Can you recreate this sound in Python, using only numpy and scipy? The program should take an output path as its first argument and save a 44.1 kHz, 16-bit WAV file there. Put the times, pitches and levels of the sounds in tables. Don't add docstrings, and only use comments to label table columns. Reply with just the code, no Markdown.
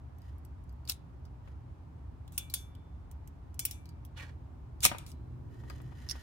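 import sys
import numpy as np
from scipy import signal
from scipy.fft import rfft, irfft
from scipy.io import wavfile

SR = 44100
rng = np.random.default_rng(int(sys.argv[2]) if len(sys.argv) > 2 else 0)


def store_pcm(level_fs):
    pcm = np.round(np.clip(level_fs, -1, 1) * 32767).astype(np.int16)
    wavfile.write(sys.argv[1], SR, np.atleast_2d(pcm).T)


N = 274302
TIME = np.arange(N) / SR
OPEN_ALIKE, HIDDEN_ALIKE = .75, .3


def from_db(db):
    return 10 ** (np.asarray(db) / 20)


def rms_one(x):
    return x / np.sqrt(np.mean(x ** 2) + 1e-20)


def at_hz(points, hz):
    f, value = np.transpose(points)
    return np.interp(np.log(np.maximum(hz, 1)), np.log(f), value)


def colour(x, spectrum):
    size = x.shape[-1]
    gain = from_db(at_hz(spectrum, np.fft.rfftfreq(size, 1 / SR)))
    return rms_one(irfft(rfft(x) * gain, size))


def shelve(x, top_db):
    return colour(x, [(9500, 0), (14000, top_db)])


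def bandlimit(x, hz, kind):
    return signal.sosfilt(signal.butter(2, hz, kind, fs=SR, output="sos"), x)


def resonate(x, hz, width_hz):
    r = np.exp(-np.pi * width_hz / SR)
    numerator = np.array([1, 0, -1]) * (1 - r * r) / 2
    denominator = [1, -2 * r * np.cos(2 * np.pi * hz / SR), r * r]
    return signal.lfilter(numerator, denominator, x)


def fade(t, t60):
    return np.exp(-np.log(1000) * t / t60)


def add(track, s, sound):
    start = max(round(s * SR), 0)
    part = sound[..., :N - start]
    track[..., start:start + part.shape[-1]] += part


def strokes(rows, swell_db_per_s, fade_db_per_s):
    power = 0
    for s, hold_s, db in rows:
        before_db = swell_db_per_s * np.maximum(s - TIME, 0)
        after_db = fade_db_per_s * np.maximum(TIME - s - hold_s, 0)
        power = power + from_db(db - np.minimum(before_db + after_db, 200)) ** 2
    return np.sqrt(power)


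def ringing(hz, db, t60):
    t = TIME[:SR]
    apart = rng.choice([-1, 1], (len(hz), 1)) * np.pi / 2
    phase = rng.uniform(0, 2 * np.pi, (len(hz), 1)) + np.array([0 * apart, apart])
    waves = np.sin(2 * np.pi * hz[:, None] * t + phase)
    return np.sum(from_db(db)[:, None] * fade(t, t60[:, None]) * waves, axis=1)


def overtones(low_hz, high_hz=14000, count=140, t60=0.24):
    lines = np.zeros((2, SR // 2 + 1), complex)
    hz = (low_hz * (high_hz / low_hz) ** rng.random(count)).astype(int)
    lines[:, hz] = rng.standard_normal(count) * np.exp(2j * np.pi * rng.random((2, count)))
    return rms_one(irfft(lines, SR)) * fade(TIME[:SR], t60)


# (frequency [Hz], level [dB])
CONTACT_SPECTRUM = [(400, -21), (1000, -16), (1700, -14), (2700, -4), (3600, -3.5), (4500, -6.5),
                    (5600, -2.5), (7000, -3), (10500, -1), (15500, -5)]


def crack(length_ms, humps, top_db=0, buzz_db=-23, buzz_t60=0.043):
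    t = TIME[:2048]
    build_up = 1 - np.exp(-t / .0004)
    blow = np.exp(-t * 1000 / max(length_ms, .2))
    envelope = (blow + from_db(buzz_db) * fade(t, buzz_t60)) * build_up
    burst = rms_one(colour(rng.standard_normal((2, len(t))), CONTACT_SPECTRUM) * envelope)
    for hz, db in humps:
        noise = rng.standard_normal((2, len(t))) * envelope
        burst = burst + from_db(db) * rms_one(resonate(noise, hz, hz / 8))
    burst = shelve(burst, top_db) * np.sqrt(np.mean(envelope ** 2))
    return bandlimit(burst, 900, "high")


def at_channels(x, alike):
    lag_s = .000204
    late = np.interp(TIME - lag_s, TIME, x[0])
    return np.array([x[0], np.sqrt(1 - alike ** 2) * x[1] - alike * late])


# (frequency [Hz], t60 [s])
SHELL_DECAY = [(300, 0.32), (1500, 0.51), (4000, 0.16), (9000, 0.0063), (15000, 0.053)]
# (frequency [Hz], t60 [s])
GARAGE_DECAY = [(2500, 0.39), (12000, 0.2)]


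def shell(x, early_db, shell_db, garage_db, early_t60=0.041):
    t, edges = TIME[:SR * 3 // 4], np.geomspace(100, 18000, 12)
    response = 0
    for low, high in zip(edges, edges[1:]):
        noise = bandlimit(rng.standard_normal((2, len(t))), [low, high], "band")
        middle = np.sqrt(low * high)
        stages = [(early_db, early_t60), (shell_db, at_hz(SHELL_DECAY, middle)),
                  (garage_db, at_hz(GARAGE_DECAY, middle))]
        power = 0
        for db, t60 in stages:
            decay = fade(t, t60) ** 2
            power = power + from_db(db) ** 2 * decay / np.sum(decay)
        response = response + noise * np.sqrt(power)
    response = response * (1 - np.exp(-t / 0.000057))
    return signal.fftconvolve(np.atleast_2d(x), response, axes=1)[:, :N]


# (time [s], level [dB], clack frequency [Hz], clack share [dB], ping share [dB], ring [dB])
PAWL_CLICKS = [(0.8752, -39.5, 4500, 16, -3.5, 1.5), (0.896, -19.5, 4700, 0.5, -12, -14.5),
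               (0.9134, -36, 4300, 1.5, -2.5, -2.5), (0.9193, -33, 3920, 4.5, -4.5, 0.5),
               (2.3782, -13, 3320, -13.5, -5.5, -6), (2.4987, -34.5, 4260, -3, -14, 2),
               (2.539, -13, 3500, -8, 1, -0.5), (3.5929, -16, 2760, -13.5, 2, 1),
               (3.6517, -12, 5870, -8.5, -5.5, -5.5), (3.7105, -26, 5200, -3, -12, 3),
               (4.8342, -22.5, 2500, -5.5, -1.5, -5.5), (4.8431, -14.5, 3600, -9, -6, -6.5),
               (4.851, -3, 2350, -15, -13.5, -6), (4.8610, -10.5, 2550, -9.5, -5.5, -8.5),
               (4.9838, -34, 3600, -8, -4, 7.5)]
# (frequency [Hz], t60 [s],
# level at first tooth [dB], at second tooth [dB], at last teeth [dB], sprung open [dB])
STEEL_MODES = [(2325, .95, -38, -60, -42.5, -54), (2396, .33, -60, -60, -60, -31),
               (2490, .1, -34, -55, -44, -25), (2729, .22, -55, -55, -55, -38),
               (3483, .27, -24, -29, -33, -39), (3487, 1.1, -52, -47, -62, -65),
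               (4060, 1.3, -75, -75, -75, -57), (4495, .38, -55, -55, -55, -37),
               (4587, .15, -52, -26, -35, -42), (5640, .23, -45, -32, -33, -41),
               (6725, .25, -46, -40, -42, -44), (8409, .15, -46, -34, -46, -38),
               (9490, .22, -37, -42, -46, -46), (11090, .18, -35, -44, -40, -46),
               (11700, .16, -33, -41, -38, -48)]
HANDLE_MOVES = [2.45, 3.2, 4.5]


def ratchet(modes_db=-2, overtones_db=-29):
    free_from_s = 2.0
    crunch_ms, snap_ms, stop_ms = 2.9, 0.6, 1.5
    ping_hz = 9000
    scatter_db, grip_shade_db, release_scatter_db = 7.5, -15, -8
    grip_damping_db, ring_rise_s = -11.5, .007
    out, scattered = np.zeros((2, N)), np.zeros(N)
    modes = np.array(STEEL_MODES)
    swell = 1 - np.exp(-TIME[:SR] / ring_rise_s)
    for s, db, clack_hz, clack_db, ping_db, ring_db in PAWL_CLICKS:
        gripped, released = s < free_from_s, s > HANDLE_MOVES[-1]
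        length_ms = crunch_ms if gripped else stop_ms if released else snap_ms
        top_db = -3 if released else 6
        hit = np.zeros((2, N))
        add(hit, s, from_db(db) * crack(length_ms, [(clack_hz, clack_db), (ping_hz, ping_db)], top_db))
        out += at_channels(hit, HIDDEN_ALIKE if gripped or released else OPEN_ALIKE)
        panel_db = scatter_db + grip_shade_db * gripped + release_scatter_db * released
        scattered += hit[0] * from_db(panel_db)
        mode_db = modes[:, 2 + np.searchsorted(HANDLE_MOVES, s)]
        shimmer = overtones(low_hz=2300 if released else 6000)
        ring = from_db(modes_db) * ringing(modes[:, 0], mode_db, modes[:, 1])
        ring = ring + from_db(overtones_db) * shimmer
        add(out, s, from_db(db + ring_db + grip_damping_db * gripped) * ring * swell)
    echoes = shell(scattered, early_db=-6, shell_db=-10, garage_db=-28)
    return (out + echoes) * from_db([[.5], [-.5]])


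# (time [s], hold [s], relative level [dB])
STEEL_SKIDS = [(0.890, 0.013, -41.5), (2.326, 0.041, -65), (4.833, 0.026, -29), (5.068, 0.035, -60.5)]


def skid(skid_db=-1, tooth_decay=1.4, top_db=-7):
    teeth_per_s = 520
    unevenness = 0.82 * rms_one(resonate(rng.standard_normal(N), 120, 180))
    teeth = TIME * teeth_per_s + unevenness
    pulses = np.exp(-tooth_decay * (teeth % 1))
    burr = shelve(colour(rng.standard_normal((2, N)), CONTACT_SPECTRUM) * pulses, top_db)
    burr = burr * strokes(STEEL_SKIDS, swell_db_per_s=2002, fade_db_per_s=555) * from_db(skid_db)
    return at_channels(burr, HIDDEN_ALIKE) + shell(burr[0], early_db=0, shell_db=-15, garage_db=-40)


# (time [s], relative level [dB], ping frequency [Hz])
LIGHT_TOUCHES = [(0.184, -56.5, 12000), (0.218, -56, 4800), (0.382, -57, 11800), (0.4496, -48, 11700),
                 (0.639, -61, 11800), (0.693, -56, 4730), (0.726, -62, 12400), (0.852, -50, 4720),
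                 (1.2525, -53, 4930), (2.278, -47.5, 3420), (2.322, -46, 13400), (2.751, -52, 3370),
                 (3.113, -44, 13200), (3.275, -45, 11660), (3.543, -48, 10900), (3.856, -47, 4530),
                 (3.8903, -46.5, 4600), (4.05, -42, 13150), (4.805, -37, 4796), (4.817, -46, 10900),
                 (5.064, -40, 4400), (5.1169, -44, 5000), (5.699, -40, 4680), (5.817, -52.5, 11300)]


def ticks(tick_db=1):
    out = np.zeros((2, N))
    for s, db, ping_hz in LIGHT_TOUCHES:
        add(out, s, from_db(db + tick_db) * crack(length_ms=0.96, humps=[(ping_hz, -1)]))
    return at_channels(out, OPEN_ALIKE) + shell(out[0], early_db=-5, shell_db=-5, garage_db=-24)


# (time [s], relative level [dB])
PIN_CHATTER = [(6.089, -37), (6.097, -31), (6.1024, -34), (6.1073, -38.5), (6.1117, -29)]
# (frequency [Hz], relative level [dB], t60 [s])
PIN_RING = [(2540, -16.5, 0.0048), (3500, 2.5, 0.0044), (5080, 8.5, 0.0052), (5430, 2.5, 0.021),
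            (5800, 5, 0.0037), (10900, -11.5, 0.041)]


def pin(pin_db=-6.5, tap_db=-1):
    out = np.zeros((2, N))
    hz, mode_db, t60 = np.transpose(PIN_RING)
    for s, db in PIN_CHATTER:
        add(out, s, from_db(db + pin_db) * ringing(hz, mode_db, t60)[0])
        add(out, s, from_db(db + pin_db + tap_db) * crack(length_ms=1.0, humps=[])[0])
    echoes = shell(out, early_db=0.5, shell_db=-14, garage_db=-20)
    return (out + echoes) * from_db([[-2.5], [2.5]])


# (time [s], relative level [dB])
BODY_KNOCKS = [(0.896, -42.5), (1.475, -43), (4.852, -14.5), (4.915, -23), (4.923, -33.5), (4.934, -37),
               (4.947, -30), (5.636, -46.5), (5.7, -33), (5.801, -42), (5.921, -45), (6.154, -38)]
# (frequency [Hz], relative level [dB], t60 [s])
PANEL_RING = [(138, -7.5, 0.086), (232, -8.5, 0.1), (319.5, -11.5, 0.046), (585.4, -5.5, 0.047),
              (765.5, -3.5, 0.045), (917, -5.5, 0.034), (2257, -8, 0.015)]


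def knocks(knock_db=-9.5, thud_db=-1, thud_t60=0.049, soft_hz=2800):
    out, t = np.zeros((2, N)), TIME[:SR]
    hz, mode_db, t60 = np.transpose(PANEL_RING)
    for s, db in BODY_KNOCKS:
        thud = rms_one(resonate(rng.standard_normal((2, SR)), 1000, 1000)) * fade(t, thud_t60)
        add(out, s, from_db(db + knock_db) * (ringing(hz, mode_db, t60) + from_db(thud_db) * thud))
    out = bandlimit(out, soft_hz, "low")
    echoes = shell(out, early_db=-6.0, shell_db=-11.5, garage_db=-23.0)
    return (out + echoes) * from_db([[2.5], [-1.5]])


def sliding(spectrum, grain_db, pan_db, slips_per_s):
    clumps_db = 2.0 * rms_one(resonate(resonate(rng.standard_normal(N), 18, 40), 18, 40))
    size_db = clumps_db + grain_db * np.minimum(rng.exponential(1, N), 4)
    happens = rng.random(N) < slips_per_s / SR
    slips = happens * rng.choice([-1, 1], N) * from_db(size_db)
    rub = colour(slips + shell(slips, early_db=4, shell_db=-3, garage_db=-20), spectrum)
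    return rub * from_db([[pan_db / 2], [-pan_db / 2]])


def rasp(x, pitch, width_hz):
    turn = np.exp(2j * np.pi * np.cumsum(np.interp(TIME, *np.transpose(pitch))) / SR)
    steady = signal.lfilter([1], [1, -np.exp(-np.pi * width_hz / SR)], x / turn)
    return rms_one(np.real(turn * steady))


# (time [s], hold [s], relative level [dB])
SLEEVE_SCUFFS = [(4.177, 0.033, -50.5), (4.232, 0.005, -55), (4.283, 0.005, -63)]
# (frequency [Hz], level [dB])
SCUFF_SPECTRUM = [(400, -9), (700, -5), (1300, -5.5), (1900, -1.5), (2450, -8), (3200, -6.5), (4200, -9),
                  (7000, -17), (15000, -30)]
# (time [s], frequency [Hz])
RASP_GLIDE = [(4.179, 3490), (4.207, 1950), (4.29, 1470)]


def scuff(rasp_db=-2):
    rub = sliding(SCUFF_SPECTRUM, grain_db=2.5, pan_db=-2.5, slips_per_s=2500)
    rub = rub + from_db(rasp_db) * rasp(rub, RASP_GLIDE, width_hz=750)
    return rub * strokes(SLEEVE_SCUFFS, swell_db_per_s=1399, fade_db_per_s=356)


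# (time [s], hold [s], level [dB])
WIRE_STROKES = [(0.25, 0.044, -70.5), (1.476, 0.007, -70.5), (5.53, 0.5, -70), (5.70, 0.064, -64.5),
                (5.985, 0.1, -62), (6.13, 0.13, -57)]
# (frequency [Hz], level [dB])
RUSTLE_SPECTRUM = [(290, -7), (600, -14), (1800, 9.5), (2400, -0.5), (4600, -2.5), (8000, -9), (13000, -14),
                   (15500, -26)]


def wires():
    rub = sliding(RUSTLE_SPECTRUM, grain_db=2.3, pan_db=-1.5, slips_per_s=1400)
    return rub * strokes(WIRE_STROKES, swell_db_per_s=331, fade_db_per_s=232)


# (frequency [Hz], correlation [-])
BACKGROUND_LIKENESS = [(60, .93), (130, .88), (290, .5), (640, 0.0), (15000, .05)]
# (frequency [Hz], left minus right [dB])
BACKGROUND_LEAN = [(110, -.7), (600, 3), (2400, -4.5), (12000, 0)]


def diffuse(spectrum):
    hz = np.fft.rfftfreq(N, 1 / SR)
    alike = np.clip(at_hz(BACKGROUND_LIKENESS, hz), -1, 1)
    sign = np.array([[1], [-1]])
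    mid, side = rfft(rng.standard_normal((2, N)))
    both = np.sqrt(1 + alike) * mid + sign * np.sqrt(1 - alike) * side
    both = both * from_db(sign * at_hz(BACKGROUND_LEAN, hz) / 2)
    return colour(irfft(both, N), spectrum)


# (time [s], hold [s], relative level [dB])
BODY_SHIFTS = [(5.58, 0.24, -42)]
# (frequency [Hz], level [dB])
SHUFFLE_SPECTRUM = [(70, -4.5), (120, 16), (175, -6.5), (250, -2.5), (350, -5), (600, -24), (1500, -51)]


def shuffle(shuffle_db=-5):
    gain = strokes(BODY_SHIFTS, swell_db_per_s=9, fade_db_per_s=32)
    return from_db(shuffle_db) * gain * diffuse(SHUFFLE_SPECTRUM)


# (frequency [Hz], level [dB])
ROOM_SPECTRUM = [(22, -39), (42, -16.5), (58, -7), (80, -4), (122, -17.5), (195, -29), (250, -22),
                 (360, -30.5), (485, -37), (900, -33.5), (1860, -49), (3530, -58), (15000, -72)]
# (frequency [Hz], half the width of each of two resonators [Hz], level [dB])
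HUM_BANDS = [(65, 9.2, -53.5), (122.53, 3.7, -58.5), (160.4, 9.8, -63.5)]


def workshop(air_db=-47.5):
    hum = 0
    for hz, width, db in HUM_BANDS:
        noise = rng.standard_normal(N + SR)
        band = resonate(resonate(noise, hz, 2 * width), hz, 2 * width)
        hum = hum + from_db(db) * rms_one(band[SR:])
    return hum + from_db(air_db) * diffuse(ROOM_SPECTRUM)


def scene():
    tool = ratchet() + skid() + ticks()
    body = pin() + knocks() + scuff() + wires()
    return tool + body + shuffle() + workshop()


def record(dry):
    cutoff_hz = 15800
    rounded = .75 * np.tanh(dry / .75)
    return signal.sosfilt(signal.ellip(10, .2, 80, cutoff_hz, fs=SR, output="sos"), rounded)


dry = scene()
out = record(dry)
store_pcm(out)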